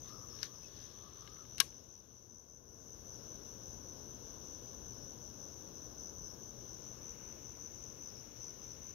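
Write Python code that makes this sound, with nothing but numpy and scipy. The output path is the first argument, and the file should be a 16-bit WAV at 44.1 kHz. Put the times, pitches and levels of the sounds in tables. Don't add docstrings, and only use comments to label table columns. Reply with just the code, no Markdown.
import sys
import numpy as np
from scipy import signal
from scipy.fft import rfft, irfft, next_fast_len
from scipy.io import wavfile
from scipy.ndimage import minimum_filter1d

SR = 44100
rng = np.random.default_rng(int(sys.argv[2]) if len(sys.argv) > 2 else 0)


def to_wav(s):
    ch = np.atleast_2d(s).T
    pcm = np.round(np.clip(ch, -1, 1) * 32767)
    wavfile.write(sys.argv[1], SR, pcm.astype(np.int16))


N = 394254
T = np.arange(N) / SR
STROKES_PER_S = 80.3

# frequency_hz, relative_level_db
RUMBLE_SPECTRUM = [(20, -36), (35, -9), (58, 2.5), (90, 1), (120, -1), (170, -3), (330, -3.5), (520, -5.5),
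                   (760, -15.5), (1050, -14.5), (1300, -22), (1600, -20.5), (2100, -47.5), (4000, -88.5)]


def undb(db):
    return 10 ** (np.asarray(db) / 20)


def unit(x):
    return x / np.sqrt(np.mean(x ** 2))


def curves(table):
    s, *columns = np.transpose(table)
    return [np.interp(T, s, c) for c in columns]


def colour(x, points):
    hz, db = np.transpose(points)
    size = next_fast_len(N + 4096)
    f = np.maximum(np.fft.rfftfreq(size, 1 / SR), 1)
    gain = undb(np.interp(np.log(f), np.log(hz), db))
    return irfft(rfft(x, size) * gain, size)[..., :N]


def noise(points):
    return unit(colour(rng.standard_normal(N), points))


def walk(rate):
    knots = rng.standard_normal(16384)
    return unit(np.interp(T * rate, np.arange(len(knots)), knots))


def narrow(hz, width_hz):
    phase = 2 * np.pi * np.cumsum(hz) / SR
    return unit(walk(width_hz) * np.cos(phase) + walk(width_hz) * np.sin(phase))


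def add(out, s, x):
    i = int(round(s * SR))
    x = x[max(-i, 0):max(N - i, 0)]
    out[max(i, 0):max(i, 0) + len(x)] += x


def scatter(x, t60):
    t = T[:SR // 2]
    decay = np.exp(-np.log(1000) * t / t60)
    build_up = np.minimum(t / 0.0045, 1)
    tail = rng.standard_normal(len(t)) * decay * build_up
    return signal.fftconvolve(x, tail / np.linalg.norm(tail))[:N]


def swell(s, rise_s, fall_s):
    return np.exp(-np.maximum((s - T) / rise_s, (T - s) / fall_s))


def wing_stroke(hz, turns, length_s, fall_hz, rasp, overtone_db):
    u = np.arange(int(length_s * SR)) / int(length_s * SR)
    teeth = np.interp(u, np.linspace(0, 1, num=12), rng.standard_normal(size=12))
    pitch = hz + fall_hz * (.4 - u ** 2)
    phase = 2 * np.pi * (turns + np.cumsum(pitch) / SR) + rasp * teeth
    envelope = np.sin(np.pi * u ** 1.2)
    return envelope * (np.sin(phase) + undb(overtone_db) * np.sin(2 * phase))


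def air():
    # time_s, level_db
    rumble_levels = [(0, -53.5), (3.9, -51), (6.2, -51.5), (8.94, -55)]
    # time_s, level_db
    rustle_levels = [(0, -73.5), (1.6, -64), (2.0, -66.5), (2.62, -69.5), (2.85, -67), (8.94, -68)]
    # time_s, level_db
    late_levels = [(0, -91.5), (6.3, -84.5), (7.2, -64), (7.7, -70), (8.94, -67)]
    # frequency_hz, relative_level_db
    rustle_spectrum = [(600, -5.5), (1400, 1.5), (2100, -11), (2900, 1), (3600, 3), (4200, 0.5), (4700, -4),
                       (7000, -41)]
    hiss_spectrum = [(500, -15), (2000, -1.5), (4600, -19), (6500, -11), (7600, -34), (9200, -11.5),
                     (11200, -4), (12200, 1.5), (13900, 1.5), (14800, -8.5), (16000, -2)]
    late_spectrum = [(700, -1), (1300, 4.5), (1800, 0), (2400, 3), (3000, 1), (4500, -39.5)]
    rumble_db, = curves(rumble_levels)
    rustle_db, = curves(rustle_levels)
    late_db, = curves(late_levels)
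    rumble = noise(RUMBLE_SPECTRUM) * undb(rumble_db + .5 * walk(9))
    hum = undb(-62.5) * narrow(np.full(N, 119.), width_hz=10)
    rustle = noise(rustle_spectrum) * undb(rustle_db + walk(2.1))
    hiss = undb(-66.0) * noise(hiss_spectrum)
    late_hiss = noise(late_spectrum) * undb(late_db)
    return rumble + hum + rustle + hiss + late_hiss


def whine():
    # time_s, pitch_hz
    whine_path = [(0, 12070), (3.2, 12900), (5.2, 13100), (6.2, 13750), (7.6, 14400), (8.94, 14200)]
    hz, = curves(whine_path)
    return narrow(hz, width_hz=480) * undb(-72 + .8 * walk(1.4))


def chorus():
    # pitch_hz, strokes_per_s, trills_per_s, relative_level_db
    singers = [(5380, 76, 6.3, -67), (5620, 74, 3.7, -66.5), (5740, 68, 1.9, -62), (5850, 79, 5.1, -60.5),
               (5970, 65, 1.9, -63.5), (5900, 120, 7.3, -68), (6500, 84, 4.6, -67), (6620, 75, 3.1, -72)]
    # frequency_hz, relative_level_db
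    far_spectrum = [(4500, -35.5), (5000, -19), (5350, -13.5), (5850, -4), (6150, 4), (6400, -11),
                    (6750, -14.5), (7050, -39), (7500, -66)]
    song = np.zeros(N)
    for hz, rate, pace, db in singers:
        stroke = (np.cumsum(rate * (1 + 0.027 * walk(5))) / SR) % 1
        trill_turns = rng.random() + np.cumsum(pace * (1 + .2 * walk(2))) / SR
        trill = np.sin(2 * np.pi * trill_turns)
        pitch = hz + 260 * (.5 - stroke) + 60 * walk(60)
        wings = np.sin(np.pi * stroke) ** 2 * np.sin(2 * np.pi * np.cumsum(pitch) / SR)
        song += undb(db) * unit(wings * np.clip(.6 + .5 * trill, .35, 1))
    far_left = undb(-53.5) * noise(far_spectrum) * undb(walk(16))
    left = .7 * song + .62 * scatter(song, t60=.2) + far_left
    right = undb(-26) * scatter(song, t60=0.1486) + undb(-64.0) * noise(far_spectrum)
    return np.array([left, right])


def second_cricket():
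    # start_s, relative_level_db
    low_trills = [(.08, -45), (.3, -43), (.53, -47), (.75, -45), (.96, -55), (1.19, -46), (1.39, -54.5),
                  (1.66, -47), (1.87, -55), (2.06, -62), (2.29, -63.5), (2.68, -59), (2.92, -56.5),
                  (3.11, -46), (3.36, -62), (3.61, -50), (3.88, -52), (4.16, -55), (4.41, -54), (4.66, -64),
                  (4.91, -49), (5.17, -53), (5.38, -55), (5.67, -55), (5.94, -49), (6.2, -47), (6.44, -60),
                  (6.68, -52), (6.95, -54), (7.25, -55), (7.5, -68), (7.75, -55), (8.04, -46), (8.36, -47),
                  (8.59, -51), (8.83, -58.5)]
    song_hz, trill_s = 5470, .16
    song = np.zeros(N)
    for start, db in low_trills:
        for k in range(round(trill_s * STROKES_PER_S)):
            own = rng.standard_normal(size=3)
            stroke = wing_stroke(song_hz + 90 * own[0], own[1], length_s=.007, fall_hz=260,
                                 rasp=.3, overtone_db=-37.5)
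            add(song, start + k / STROKES_PER_S, stroke * undb(db + 2 * own[2]))
    left = song + undb(-0.5) * scatter(song, t60=.1)
    right = undb(-33.5) * scatter(song, t60=.1)
    return np.array([left, right]) * undb(-5)


def handling():
    # peak_s, rise_s, fall_s, level_db
    brushes = [(.09, .06, 0.044, -60), (.455, 0.072, 0.019, -54), (.83, 0.16, 0.1, -58),
               (1.25, 0.38, 0.17, -60)]
    # peak_s, rise_s, fall_s, level_db, pitch_lift_hz
    rubs = [(0.131, 0.062, 0.089, -56, 100), (0.299, .06, .07, -72, 70), (.56, .3, 0.036, -68, 34),
            (1.1, .14, .06, -65.5, 14), (1.42, .3, .035, -55.5, 170)]
    # frequency_hz, relative_level_db
    sleeve_spectrum = [(400, -13.5), (1000, -20), (1650, 9), (2200, -1.5), (3500, 11.5), (4800, 5.5),
                       (6500, -4), (8500, -15), (12000, -6), (16000, -25.5)]
    brushing = sum(undb(db) * swell(s, rise, fall) for s, rise, fall, db in brushes)
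    grains = rng.standard_normal(N) * undb(2.3 * walk(700))
    cloth = unit(colour(grains, sleeve_spectrum)) * brushing
    rubbing = sum(undb(db) * swell(s, rise, fall) for s, rise, fall, db, _ in rubs)
    hz = 1110 + sum(lift * swell(s, rise, fall) for s, rise, fall, _, lift in rubs)
    hollow_rub = narrow(hz, width_hz=310) * rubbing * undb(2.2 * walk(30))
    return cloth + hollow_rub


def scrapes():
    # peak_s, rise_s, fall_s, level_db
    bursts = [(.425, .006, .006, -48), (0.431, 0.0011, 0.0019, -29.5), (.444, .004, .009, -48),
              (.459, .004, .005, -49)]
    # frequency_hz, relative_level_db
    scrape_spectrum = [(300, -14), (900, -17), (1600, 5.5), (2400, -3), (3300, -5), (4600, 6.5),
                       (5800, 9.5), (8500, -23), (12500, -7), (14000, -28), (16000, -34)]
    pressure = sum(undb(db) * swell(s, rise, fall) for s, rise, fall, db in bursts)
    grains = rng.standard_normal(N) * undb(3.1 * walk(1100))
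    return unit(colour(grains, scrape_spectrum)) * pressure


def squeak(s, hz, length_s, db):
    out, u = np.zeros(N), np.linspace(0, 1, int(length_s * SR))
    tone = np.sin(2 * np.pi * np.cumsum(hz * (1 - 0.086 * u)) / SR)
    add(out, s, undb(db) * np.sin(np.pi * u) * tone)
    return out


def contacts():
    # start_s, relative_level_db, treble_db_per_octave, bounces (rounded to whole ones)
    clicks = [(.3886, -43, -9, 1.5), (0.4323, -28.5, -7, 2), (0.4423, -43, 5, -0.5), (0.63, -41, 2.5, 3),
              (1.2746, -33, -9, 0.73), (1.3655, -42.5, -20, 0), (1.451, -45, -16, 0),
              (1.5807, -23, -1, 0.5), (1.588, -32, -8, 0), (1.6005, -17, 6, 0), (1.602, 0.5, -0.5, 3.5),
              (1.614, -19, -8, 1.5), (1.723, -44, -14, 6)]
    gap_s, spread = .0013, 1.4
    first_bounce_db, bounce_db, bounce_treble_db = -9.5, -3.5, -4.5
    for s, db, treble_db, bounces in clicks:
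        yield s, db, treble_db
        for k in range(1, round(bounces) + 1):
            bounce_level_db = db + first_bounce_db + bounce_db * (k - 1)
            yield s + gap_s * k ** spread, bounce_level_db, treble_db + bounce_treble_db * k


def reel():
    # frequency_hz, relative_level_db, t60_s
    modes = [(1107, -30.5, 0.0592), (1614, -15, 0.031), (2140, -10, .025), (2827, -2, 0.02),
             (3000, 0, 0.015), (3870, -2, 0.024), (4243, 1, 0.021), (5040, -19.5, .016), (5470, 8, 0.0083),
             (5650, 11, 0.0082), (5460, -8.5, 0.0061), (6680, 0.5, 0.01), (7550, -17.5, 0.0084),
             (8920, -9.5, 0.012), (9240, -12.5, 0.019), (10730, -9, 0.022), (10850, -13, 0.0083),
             (12290, -20.5, 0.02)]
    # frequency_hz, relative_level_db
    crack_spectrum = [(100, -14.5), (400, -12.5), (750, -21.5), (1300, -11), (2200, -5), (3300, -3.5),
                      (6000, -1.5), (8000, -12.5), (12000, -6), (16000, -26)]
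    out, t = np.zeros(N), T[:SR // 12]
    grit = noise(crack_spectrum)
    octaves = np.log2(np.maximum(np.fft.rfftfreq(len(t), 1 / SR), 3000) / 3000)
    contact = 1 - np.exp(-t / 0.00077)
    for s, db, treble_db in contacts():
        ring = np.zeros(len(t))
        for hz, mode_db, t60 in modes:
            mode_gain = undb(mode_db + treble_db * np.log2(hz / 3000))
            ring += mode_gain * np.cos(2 * np.pi * hz * t) * np.exp(-np.log(1000) * t / t60)
        ring /= np.abs(ring * contact).max()
        i = rng.integers(N - len(t))
        tilted_grit = irfft(rfft(grit[i:i + len(t)]) * undb(treble_db * octaves), len(t))
        crack = tilted_grit * np.exp(-t / 0.0024)
        add(out, s, undb(db) * contact * (undb(-4.6) * ring + undb(-7.5) * crack))
    keep = np.exp(-np.log(10 ** 6) / (.23 * SR))
    energy = signal.lfilter([1 - keep], [1, -keep], out ** 2 + 1e-18)
    wash = np.sqrt(energy) * grit
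    small_body = signal.butter(2, 250, "high", fs=SR, output="sos")
    return signal.sosfilt(small_body, out) + undb(-21.5) * wash


def near_cricket():
    # start_s, wing_strokes, relative_level_db
    trills = [(0.015, 7, -52.5), (0.194, 8, -51.5), (0.377, 8, -52.5), (0.555, 9, -50.5), (0.761, 8, -50),
              (0.945, 8, -49), (1.129, 8, -47), (1.316, 9, -47), (1.48, 9, -47.5), (1.689, 9, -47.5),
              (1.886, 10, -49), (2.1, 9, -50), (2.292, 9, -47.5), (2.481, 8, -48), (2.665, 10, -54.5),
              (2.865, 8, -51), (3.052, 9, -48), (3.252, 9, -48.5), (3.447, 7, -49.5), (3.627, 10, -50.5),
              (3.831, 9, -49), (4.041, 10, -50), (4.252, 10, -51.5), (4.443, 9, -49.5), (4.642, 9, -49.5),
              (4.841, 8, -49.5), (5.028, 10, -50), (5.21, 8, -51), (5.385, 8, -49.5), (5.557, 10, -53.5),
              (5.752, 10, -50), (5.979, 10, -46.5), (6.166, 10, -48), (6.391, 10, -50), (6.639, 9, -49.5),
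              (6.836, 8, -47), (7.014, 9, -47), (7.222, 9, -48.5), (7.415, 9, -49), (7.594, 7, -47.5),
              (7.797, 9, -50), (7.994, 8, -47.5), (8.402, 9, -45.5), (8.614, 10, -48), (8.814, 8, -48)]
    song_hz, song_scatter_hz = 6013, 14
    soft_start_db = 2
    direct, echo = np.zeros(N), np.zeros(N)
    for start, strokes, db in trills:
        hz = song_hz + song_scatter_hz * rng.standard_normal()
        bounce_turns = .76 + .06 * rng.standard_normal()
        for k in range(round(strokes)):
            own = rng.standard_normal(size=5)
            s = start + k / STROKES_PER_S + .00012 * own[0]
            turns = hz * s + .07 * own[3]
            size = undb(db - soft_start_db * np.exp(-k / 1.7))
            stroke = wing_stroke(hz, turns, length_s=.0092, fall_hz=220, rasp=.08, overtone_db=-35)
            add(direct, s, stroke * size * undb(own[1]))
            echo_turns = turns + bounce_turns + .12 * own[4]
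            bounce = wing_stroke(hz - 20, echo_turns, length_s=.0054, fall_hz=220,
                                 rasp=.12, overtone_db=-35)
            add(echo, s + .0036, bounce * size * undb(1.4 * own[2]))
    left = undb(4) * direct + echo + undb(-8) * scatter(direct, t60=.06)
    right = undb(-3.2) * direct + undb(-17) * scatter(direct, t60=.08)
    return np.array([left, right])


def scene():
    # frequency_hz, gain_db
    right_port = [(50, -9), (120, -11.5), (300, -17.5), (1200, -22.5), (2400, -17.5), (4400, -27),
                  (8000, -20), (15000, -10.5)]
    # frequency_hz, loss_db
    click_shadow = [(60, 12.5), (110, 11.5), (200, 14), (380, 12), (700, 10.5), (1290, 13), (2380, 17),
                    (4400, 27), (8120, 13), (15000, 8.5)]
    hand_squeak = squeak(s=.628, hz=2720, length_s=0.045, db=-60)
    near = air() + whine() + handling() + scrapes() + hand_squeak
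    clicks = reel()
    shadow_gain = [(hz, -loss_db) for hz, loss_db in click_shadow]
    shaded = colour(near, right_port) + colour(clicks, shadow_gain)
    right = np.roll(shaded, 1) + undb(-70.5) * noise(RUMBLE_SPECTRUM)
    own_hiss = undb(-76) * rng.standard_normal((2, N)) * np.array([[.4], [1]])
    crickets = chorus() + second_cricket() + near_cricket()
    return np.array([near + clicks, right]) + crickets + own_hiss


def gain_control(x, threshold_db, most_db, hold_s, fall_s, rise_s):
    level_db = 20 * np.log10(np.abs(x).max(axis=0) + 1e-9)
    over_db = np.clip(level_db - threshold_db, 0, most_db)
    size = int(hold_s * SR) | 1
    held_db = minimum_filter1d(-over_db, size, origin=size // 2, mode="constant")
    fall, rise = (signal.lfilter([1 / (s * SR)], [1, 1 / (s * SR) - 1], held_db) for s in (fall_s, rise_s))
    return x * undb(np.minimum(fall, rise))


def record(dry):
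    ducked = gain_control(dry, threshold_db=-19.5, most_db=8.5, hold_s=1.015, fall_s=0.229, rise_s=0.23)
    top_hz = 15700
    low_pass = signal.ellip(10, .2, 70, top_hz, fs=SR, output="sos")
    return signal.sosfilt(low_pass, np.clip(ducked, -1, 1))


dry = scene()
out = record(dry)
to_wav(out)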